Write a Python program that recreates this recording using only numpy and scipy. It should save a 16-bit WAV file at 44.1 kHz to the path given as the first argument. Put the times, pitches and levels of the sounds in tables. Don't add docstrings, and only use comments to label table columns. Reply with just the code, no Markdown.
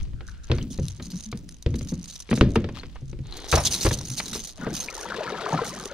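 import sys
import numpy as np
from scipy import signal
from scipy.io import wavfile
from scipy.ndimage import uniform_filter1d, map_coordinates

SR = 44100
rng = np.random.default_rng(int(sys.argv[2]) if len(sys.argv) > 2 else 0)


def unload_wav(signal):
    wavfile.write(
        sys.argv[1],
        SR,
        np.round(np.clip(np.atleast_2d(signal).T, -1, 1) * 32767).astype(np.int16),
    )


N = 261821


def amp(db):
    return 10 ** (np.asarray(db) / 20)


def unit(x):
    return x / np.sqrt(np.mean(x ** 2) + 1e-20)


def read(points, hz):
    f, value = np.transpose(points)
    return np.interp(np.log(hz + 1), np.log(f), value)


def level(rows):
    s, db = np.transpose(rows)
    return amp(np.interp(np.arange(N) / SR, s, db))


def bouts(rows, attack_s, t60, swell=0):
    t = np.arange(N) / SR
    power = np.zeros(N)
    for s, length, db in rows:
        rise = np.clip((t - s) / (attack_s + swell * length), 0, 1)
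        power += (rise * amp(db - 60 * np.maximum(t - s - length, 0) / t60)) ** 2
    return np.sqrt(power)


def add(mix, s, sound):
    part = mix[..., max(round(s * SR), 0):][..., :sound.shape[-1]]
    part += sound[..., :part.shape[-1]]


def colour(x, points, tilt_db=0, size=2048):
    hz = abs(np.fft.fftfreq(size, 1 / SR))
    log_gain = np.log(amp(read(points, hz) + tilt_db * np.log2(np.maximum(hz, 500) / 2000)))
    taps = np.fft.ifft(np.exp(np.conj(signal.hilbert(log_gain)))).real
    return signal.oaconvolve(x, taps.reshape((1,) * (x.ndim - 1) + (-1,)), axes=-1)[..., :x.shape[-1]]


def band(x, hz, kind, order=2):
    return signal.sosfilt(signal.butter(order, hz, kind, fs=SR, output="sos"), x)


def pair(count, apart):
    mid, side = rng.standard_normal((2, count))
    return unit(np.array([mid + apart * side, mid - apart * side]))


def place(x, left_db):
    return x * amp(np.array([[left_db], [-left_db]]) / 2)


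def wander(count, size):
    return unit(uniform_filter1d(uniform_filter1d(rng.standard_normal(count), size), size))


def impulses(count, per_s, spread_db):
    chance, size, sign = rng.random(count), rng.exponential(1, count), rng.choice([-1, 1], count)
    return (chance < per_s / SR) * sign * amp(spread_db * np.minimum(size, 3))


# time in seconds, level in dB.
GUSTS = [(0, -27), (.2, -36.5), (.9, -46), (1.3, -47), (2.3, -48.5), (3.2, -38), (3.9, -53), (4.8, -45),
         (5.3, -56), (5.94, -50.5)]
# frequency in Hz, relative level in dB.
GUST_SPECTRUM = [(12, -3), (30, -0.5), (55, 3), (100, -12.5), (180, -18), (400, -34), (1500, -72)]
CREEK_SPECTRUM = [(60, -2.5), (200, -7), (800, -21.5), (1700, -22.5), (4000, -21.5), (6200, -25),
                  (12000, -36.5), (16000, -94)]

def air():
    gusts = unit(colour(pair(N, 0.77), GUST_SPECTRUM, size=8192)) * level(GUSTS)
    return gusts + amp(-60) * unit(colour(pair(N, 0.74), CREEK_SPECTRUM))


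def bubble(hz, t60, rough=0, rise=0.064):
    t = np.arange(int(t60 * SR)) / SR
    churn = 1 - rough + rough * (wander(len(t), size=60) + 1j * wander(len(t), size=60))
    turns = hz * (t + rise * t ** 2 / t60 / 2)
    return amp(-60 * t / t60) * (1 - np.exp(-t * hz)) * (churn * np.exp(2j * np.pi * turns)).imag


def slosh(per_s, spray_db):
    swarm = np.zeros((2, N))
    for hz in np.geomspace(220, 3800, 36):
        ring = bubble(hz, t60=0.042 * (1000 / hz) ** 0.5) * (hz / 1000) ** 0.064
        swarm += place(signal.oaconvolve(impulses(N, per_s, 3), ring)[:N], rng.normal(0, 2))
    spray = impulses(N, 60 * per_s, 3.5) * pair(N, .3) * amp(3 * wander(N, size=400))
    return unit(swarm) + amp(spray_db) * unit(spray)


# start in seconds, length in seconds, level in dB.
RUNOFF = [(-0.02, 0.023, -50.5), (.28, 0.057, -60.5), (.46, .17, -59.5), (.72, 0.54, -61.5),
          (1.78, 0.99, -62.5), (2.74, 0.051, -46), (2.85, .14, -62.5)]
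# frequency in Hz, relative level in dB.
PATTER_SPECTRUM = [(300, -13), (900, -2), (1600, -5), (3000, 0), (4300, -1.5), (6000, -10.5), (14000, -28)]

def drips(paddle_spray):
    falling = bouts(RUNOFF, attack_s=0.0079, t60=.3) + paddle_spray
    patter = unit(colour(slosh(per_s=32, spray_db=14.5), PATTER_SPECTRUM))
    return place(patter * falling, left_db=6.8)


# frequency in Hz, width in Hz, relative level in dB.
SHELL_MODES = [(3130, 370, -1.5), (4120, 250, -4), (4970, 320, -1), (5400, 130, 2), (5770, 230, 2),
               (6254, 370, 12.5), (6850, 300, -30), (9240, 760, -0.5), (9620, 98, -8), (12100, 430, -27)]
# frequency in Hz, relative level in dB.
CLICK_SPECTRUM = [(300, -42), (1200, -18.5), (2500, -2), (4000, 10.5), (6500, 3), (8000, 1.5), (10000, -5),
                  (13000, -9.5), (16000, -30)]

def shell(strikes, click_db, vary=0.59):
    count, t = len(strikes), np.arange(700) / SR
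    ring = np.zeros((2, count))
    for hz, width, db in SHELL_MODES:
        drive = strikes * (1 - vary + vary * pair(count, 0.95))
        mode = width * np.exp(-np.pi * width * t) * np.sin(2 * np.pi * hz * t)
        ring += amp(db) * signal.oaconvolve(drive, mode[None], axes=1)[:, :count]
    clicks = colour(strikes * (0.6 + .5 * pair(count, 0.33)), CLICK_SPECTRUM)
    return unit(unit(ring) + amp(click_db) * unit(clicks))


def hops(strikes, mean_gap_s=.0012, hop_db=-3.5):
    at = np.flatnonzero(strikes)
    out, size = strikes.copy(), strikes[at]
    for gap, turn in rng.random((2, 2, len(at))):
        at = np.minimum(at + (mean_gap_s * SR * (.5 + gap)).astype(int), len(out) - 1)
        size = size * amp(hop_db) * np.sign(turn - .5)
        out[at] += size
    return out


# start in seconds, length in seconds, level in dB.
FISH_WRIGGLES = [(0.0, 0.037, -60), (0.26, 0.025, -49.5), (0.43, 0.017, -52), (0.5, 0.13, -56),
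                 (0.71, 0.2, -48.5), (1.01, .25, -47.5), (1.31, 0.05, -58), (1.48, 0.041, -49.5),
                 (1.75, 0.197, -49), (2.02, 0.19, -44), (2.29, 0.11, -44.5), (2.48, 0.099, -54),
                 (3.04, 0.0733, -58.5), (3.51, .1, -35), (3.69, .25, -35), (4.03, 0.46, -39),
                 (4.73, 0.12, -37.5), (4.89, 0.15, -41.5), (5.48, 0.064, -48), (5.64, 0.23, -44.5)]
# time in seconds, level in dB.
LURE_SWAY = [(0.2, -77), (0.66, -70.5), (0.95, -57), (1.45, -65.5), (2.0, -54), (3.15, -72), (3.45, -48.5),
             (4.0, -44), (4.6, -54), (5.3, -54.5), (5.94, -55)]

def rattle():
    shake = np.hypot(level(LURE_SWAY), bouts(FISH_WRIGGLES, attack_s=0.0069, t60=0.17, swell=0.04))
    clumps = amp(2.5 * wander(N, size=220))
    per_s = 220 * clumps * (shake / amp(-48)) ** .7
    beads = shell(hops(impulses(N, per_s, spread_db=3.5) * np.sqrt(clumps)), click_db=-7)
    running_rms = np.sqrt(abs(uniform_filter1d((beads ** 2).mean(0), 3500)) + 0.0072)
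    lowpassed = signal.oaconvolve(beads, signal.firwin(15, 11340, fs=SR)[None], "same")
    treble_share = np.minimum(shake / amp(-37.5), 1)
    return shake * (lowpassed + treble_share * (beads - lowpassed)) / running_rms


def twist(x, patchy_db):
    spectra = signal.stft(x, nperseg=256)[2]
    patches = rng.standard_normal(spectra.shape[1:])
    patches = uniform_filter1d(uniform_filter1d(patches, size=5, axis=0), size=5, axis=1)
    return signal.istft(spectra * unit(amp(patchy_db * unit(patches))))[1][:, :N]


def cockpit(x, wet_db, t60):
    t = np.arange(SR // 8) / SR
    tail = pair(len(t), 0.16) * amp(-60 * t / t60) * (1 - np.exp(-t / 0.0081))
    return x + amp(wet_db) * signal.oaconvolve(x, tail / np.linalg.norm(tail[0]), axes=1)[:, :N]


# frequency in Hz, left over right in dB.
LURE_BALANCE = [(2000, -1), (4400, 4.5), (6300, -4.5), (8500, -6.5), (15000, -9)]

def lure():
    beads = twist(rattle() + jerks(), patchy_db=2.7)
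    left, right = cockpit(beads + hooks(), wet_db=-16, t60=.05)
    return np.array([colour(left, [(hz, db / 2) for hz, db in LURE_BALANCE]),
                     colour(right, [(hz, -db / 2) for hz, db in LURE_BALANCE])])


def struck(x, db):
    return amp(db) * x / np.sqrt(np.mean(x[..., :1300] ** 2) + 1e-20)


# frequency in Hz, relative level in dB, t60 in seconds.
HULL_MODES = [(48, -6, .22), (84, -4, .24), (126, 3, .22), (140, 3, .18), (180, -4, .17), (228, -4, .17),
              (280, -5, .13), (335, -1, .13), (388, -2, .11), (445, -1, .09), (503, 1, .1), (590, -2, .08),
              (720, -7, .07), (970, -9, .05), (1180, -12, .05)]
# frequency in Hz, relative level in dB.
CAVITY_SPECTRUM = [(25, -10), (50, -4), (130, 9), (240, 1.5), (400, -12), (600, -8), (1000, -32),
                   (3000, -43.5), (8000, -58)]
# frequency in Hz, t60 in seconds.
CAVITY_DECAY = [(50, 1), (200, 0.43), (500, 0.54), (1500, 0.6), (6000, 0.25)]

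def hull_ring(t):
    hz, db, t60 = np.transpose(HULL_MODES)[:, :, None]
    spot, detune = rng.standard_normal((2, len(HULL_MODES), 1))
    turns = hz * (1 + .05 * detune) * t + rng.random((len(HULL_MODES), 1))
    modes = (amp(db + 2 * spot - 60 * t / t60) * np.sin(2 * np.pi * turns)).sum(0)
    modes *= 1 - np.exp(-t / 0.00068)
    f, when, noise = signal.stft(pair(len(t), 0.055), SR, nperseg=1024)
    cavity_db = read(CAVITY_SPECTRUM, f)[:, None] - 60 * when / read(CAVITY_DECAY, f)[:, None]
    inside = signal.istft(noise * amp(cavity_db), SR)[1][:, :len(t)]
    return struck(modes, 0) + struck(inside * (1 - np.exp(-t / 0.0095)), -11.5)


# start in seconds, relative levels of boom, body and crack in dB,
# t60 of the crack in seconds.
HULL_BLOWS = [(0.073, -37, -73, -70, .035), (0.133, -33.5, -68, -62.5, .024),
              (0.207, -50, -46.5, -49.5, 0.029), (0.498, -17, -25, -42.5, 0.072),
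              (0.515, -21, -21.5, -31, 0.019), (0.583, -30.5, -49.5, -43, 0.017),
              (0.787, -21.5, -36, -49.5, 0.035), (0.997, -45, -41.5, -48, 0.051),
              (1.133, -43, -35, -59, 0.051), (1.326, -30, -34.5, -41.5, 0.027),
              (1.662, -16, -26, -41.5, 0.015), (1.741, -31, -29.5, -47.5, 0.021),
              (1.809, -30.5, -40, -51.5, 0.015), (1.921, -28.5, -23.5, -52.5, 0.11),
              (2.29, -45, -38, -47, 0.0246), (2.312, -23, -17.5, -35, .035),
              (2.327, -38.5, -21.5, -33, 0.043), (2.375, -37.5, -21.5, -40.5, .02),
              (2.41, -7.5, -7.5, -23.5, 0.021), (2.557, -19, -13.5, -27, 0.032),
              (2.642, -29.5, -29.5, -42.5, 0.019), (2.688, -39, -33, -44, 0.04),
              (2.833, -40, -40.5, -46, 0.032), (2.957, -54.5, -67, -48, 0.053),
              (3.019, -31, -45.5, -78, 0.032), (3.095, -40, -70, -75.5, 0.036),
              (3.129, -32.5, -39.5, -55.5, .02), (3.189, -30, -60, -61, 0.018),
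              (3.526, -18, -37, -24, 0.051), (3.534, -18.5, -19.5, -23, 0.1),
              (3.571, -45, -46, -23.5, 0.15), (3.849, -17, -20, -30.5, 0.071),
              (3.863, -21.5, -24, -28.5, 0.05), (3.91, -24, -28, -35, 0.038), (4.007, -52, -42, -49, 0.078),
              (4.2, -55.5, -43.5, -33.5, 0.023), (4.331, -44, -47, -43.5, 0.021),
              (4.352, -39, -33.5, -43, 0.065), (4.666, -29.5, -25.5, -38.5, 0.08),
              (5.526, -48, -25, -45, 0.14)]
# frequency in Hz, relative level in dB.
CRACK_SPECTRUM = [(100, -32.5), (500, 16.5), (1000, 17.5), (1500, 13.5), (2200, 12), (3300, 6.5),
                  (4700, 0.5), (6500, -15), (10000, -31), (16000, -63)]

def knocks():
    out, t = np.zeros((2, N)), np.arange(SR * 3 // 4) / SR
    for s, boom_db, body_db, crack_db, crack_t60 in HULL_BLOWS:
        ring = hull_ring(t)
        boom = struck(band(ring, 134, "low"), boom_db - 2)
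        contact_hz = np.clip(680 * 2 ** ((crack_db - body_db) / 18), 200, 1400)
        body = struck(band(band(ring, 155, "high", order=3), contact_hz, "low", order=3), body_db - 2)
        decay = amp(-60 * t / crack_t60) + amp(-20.5 - 60 * t / 0.26)
        chatter = pair(len(t), 0.41) * (1 - np.exp(-t / 0.00027)) * decay
        tilt_db = 2 - 3 * np.log2(crack_t60 / 0.03124)
        crack = struck(colour(chatter, CRACK_SPECTRUM, tilt_db), crack_db + .5)
        add(out, s, boom + body + crack)
    return out


# start in seconds, length in seconds, level in dB.
HOIST = [(.13, .37, -61)]
# frequency in Hz, relative level in dB.
GUIDE_SPECTRUM = [(900, -29.5), (1400, 3.5), (1650, 1), (2000, -15.5), (2700, -10.5), (6000, -39.5)]

def line():
    rasp = impulses(N, per_s=4800, spread_db=2) * pair(N, 0.48)
    return unit(colour(rasp, GUIDE_SPECTRUM)) * bouts(HOIST, attack_s=.08, t60=0.13)


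# start in seconds, pitch in Hz, level in dB.
BUBBLE_PLOPS = [(0.285, 1460, -34), (0.611, 2990, -35), (2.771, 1176, -34.5), (2.797, 4140, -33),
                (4.672, 449, -14.5), (4.723, 326.7, -17.5), (4.824, 527, -30), (4.884, 2390, -23),
                (4.978, 881, -28), (5.054, 920, -21.5), (5.121, 1314, -19), (5.142, 1547, -23.5),
                (5.183, 460, -17), (5.207, 618, -19), (5.275, 1337, -20.5), (5.321, 440, -18),
                (5.461, 1174, -15.5), (5.524, 902, -11.5), (5.541, 743, -10.5), (5.59, 1030, -13),
                (5.616, 466, -10), (5.855, 386, -20), (5.913, 545, -21.5)]

def plops():
    out = np.zeros(N)
    for s, hz, db in BUBBLE_PLOPS:
        t60 = 0.042 * (1000 / hz) ** 0.094
        add(out, s, amp(db) * bubble(hz, t60, rough=np.clip(hz / 2400, .25, .7)))
    return out


# start in seconds, length in seconds, level in dB.
DECK_DRAGS = [(.56, 0.15, -37.5), (.98, 0.089, -40.5), (1.33, 0.12, -41), (1.74, 0.11, -38),
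              (2.7, 0.148, -46), (3.5, 0.87, -42.5), (4.58, 0.15, -36), (5.05, 0.74, -44)]
# frequency in Hz, relative level in dB.
DECK_SPECTRUM = [(40, -30), (110, -2.5), (180, 7), (260, 2.5), (380, -11), (600, -31), (1200, -56),
                 (4000, -38)]

def drags():
    catches = impulses(N, per_s=260, spread_db=2.5) * (1 + 0.041 * pair(N, 0.9))
    return unit(colour(catches, DECK_SPECTRUM)) * bouts(DECK_DRAGS, attack_s=0.026, t60=0.49)


# start in seconds, level in dB, length in seconds.
FISH_JERKS = [(0.703, -47.5, 0.018), (0.883, -28, .0012), (1.024, -39.5, 0.0019), (1.167, -40, 0.0021),
              (1.205, -37.5, .003), (1.316, -40, 0.0037), (1.373, -41, 0.0025), (1.625, -37, 0.0011),
              (1.756, -38.5, 0.0054), (1.886, -41, 0.013), (2.353, -36, 0.017), (2.504, -45, 0.0026),
              (2.554, -36, 0.0041), (3.338, -49.5, .002), (3.368, -37, 0.0074), (3.484, -36, 0.02),
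              (3.515, -21, 0.0059), (3.524, -30, 0.02), (3.554, -20, 0.0087), (3.636, -30.5, 0.0047),
              (3.65, -20, 0.024), (3.707, -29, .012), (3.722, -24.5, .03), (3.81, -27, 0.013),
              (3.829, -27.5, 0.038), (3.927, -27, 0.01376), (3.986, -33, .005), (4.176, -28, 0.017),
              (4.256, -36, 0.0023), (4.329, -34, 0.042), (4.73, -39, 0.025), (4.764, -35, 0.015),
              (4.805, -29.5, 0.0051), (5.491, -35, 0.00109), (5.645, -36.5, .045), (5.855, -29, 0.0019)]

def jerks():
    out, t = np.zeros((2, N)), np.arange(SR // 8) / SR
    for s, db, length in FISH_JERKS:
        settling = np.exp(-np.maximum(t - length, 0) / (.001 + .35 * length))
        fling = impulses(len(t), per_s=3200, spread_db=2.4) * settling
        burst = colour(shell(fling, click_db=-1.5), [(100, 0), (16000, 0)], tilt_db=-1)
        energy = (burst ** 2).mean(0).sum()
        add(out, s, amp(db) * burst * np.sqrt((length + 0.00042) * SR / energy))
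    return out


# start in seconds, pitch in Hz, level in dB, t60 in seconds.
HOOK_PINGS = [(1.108, 11830, -42, 0.012), (1.245, 6160, -31, 0.017), (3.325, 4090, -26, 0.016),
              (3.577, 5520, -27.5, 0.167), (3.598, 9700, -35, 0.12), (4.802, 6340, -23, 0.08)]

def hooks():
    out = np.zeros(N)
    for s, hz, db, t60 in HOOK_PINGS:
        t = np.arange(int(t60 * SR)) / SR
        add(out, s, amp(db - 60 * t / t60) * np.sin(2 * np.pi * hz * t))
    return out


# start in seconds, pitch in Hz, level in dB, length in seconds.
DECK_GROANS = [(1.126, 182, -33, 0.058), (1.25, 215.7, -40, 0.076), (1.343, 215, -33.5, 0.023),
               (1.733, 229, -31, 0.047), (1.916, 191, -29.5, 0.029), (2.312, 234.4, -23, 0.0378),
               (4.088, 126, -33.5, 0.063), (5.528, 161, -29.5, 0.054)]

def groans():
    out = np.zeros(N)
    for s, hz, db, length in DECK_GROANS:
        t = np.arange(int(length * SR)) / SR
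        add(out, s, amp(db) * unit(signal.windows.tukey(len(t), .6) * np.sin(2 * np.pi * hz * t)))
    return out


# start and length in seconds, level in dB.
SLEEVE_SLIDES = [(3.22, 0.69, -42.5), (4.12, 0.21, -48)]
# frequency in Hz, relative level in dB.
CLOTH_SPECTRUM = [(100, -18.5), (300, 5), (430, 6.5), (560, -3.5), (800, -0.5), (1200, -6), (2200, -7.5),
                  (2600, -11), (3200, -4), (4100, -0.5), (5500, -18), (14000, -30)]

def sleeve():
    fibres = impulses(N, per_s=5000, spread_db=4.1) * pair(N, 0.27)
    rustle = unit(colour(fibres, CLOTH_SPECTRUM)) * bouts(SLEEVE_SLIDES, attack_s=0.15, t60=0.85)
    return place(rustle, left_db=3.63)


# time in seconds, relative level in dB.
PADDLE_STROKE = [(4.55, -72.5), (4.58, -44.5), (4.664, -37), (4.762, -49), (5.162, -33.5), (5.422, -33.5),
                 (5.534, -30), (5.878, -43), (5.937, -42.5)]

def paddle_effort():
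    entry = np.clip((np.arange(N) / SR - PADDLE_STROKE[0][0]) / 0.052, 0, 1)
    return level(PADDLE_STROKE) * entry


# frequency in Hz, relative level in dB.
CHURN_SPECTRUM = [(80, -13), (180, -23), (400, 0), (900, -2), (1500, 1.5), (2500, -10.5), (4500, -6.5),
                  (8000, -22), (15000, -33)]

def paddle(effort):
    return amp(-1) * unit(colour(slosh(per_s=23, spray_db=-1), CHURN_SPECTRUM)) * effort


def ports(x, lag_s=4.5e-5):
    return np.array([map_coordinates(x[0], [np.arange(N) - lag_s * SR], order=3), x[1]])


def scene():
    hull = place(drags() + knocks() + groans(), left_db=0.97)
    hoist = line()
    effort = paddle_effort()
    water = place(paddle(effort) + plops(), left_db=4.5) + drips(paddle_spray=amp(-13) * effort)
    return ports(hull + hoist + water + sleeve()) + lure() + air()


def record(dry):
    lowpass = signal.firwin(511, 15700, window=("kaiser", 9), fs=SR)
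    return signal.oaconvolve(dry, lowpass[None], "same")


dry = scene()
out = record(dry)
unload_wav(out)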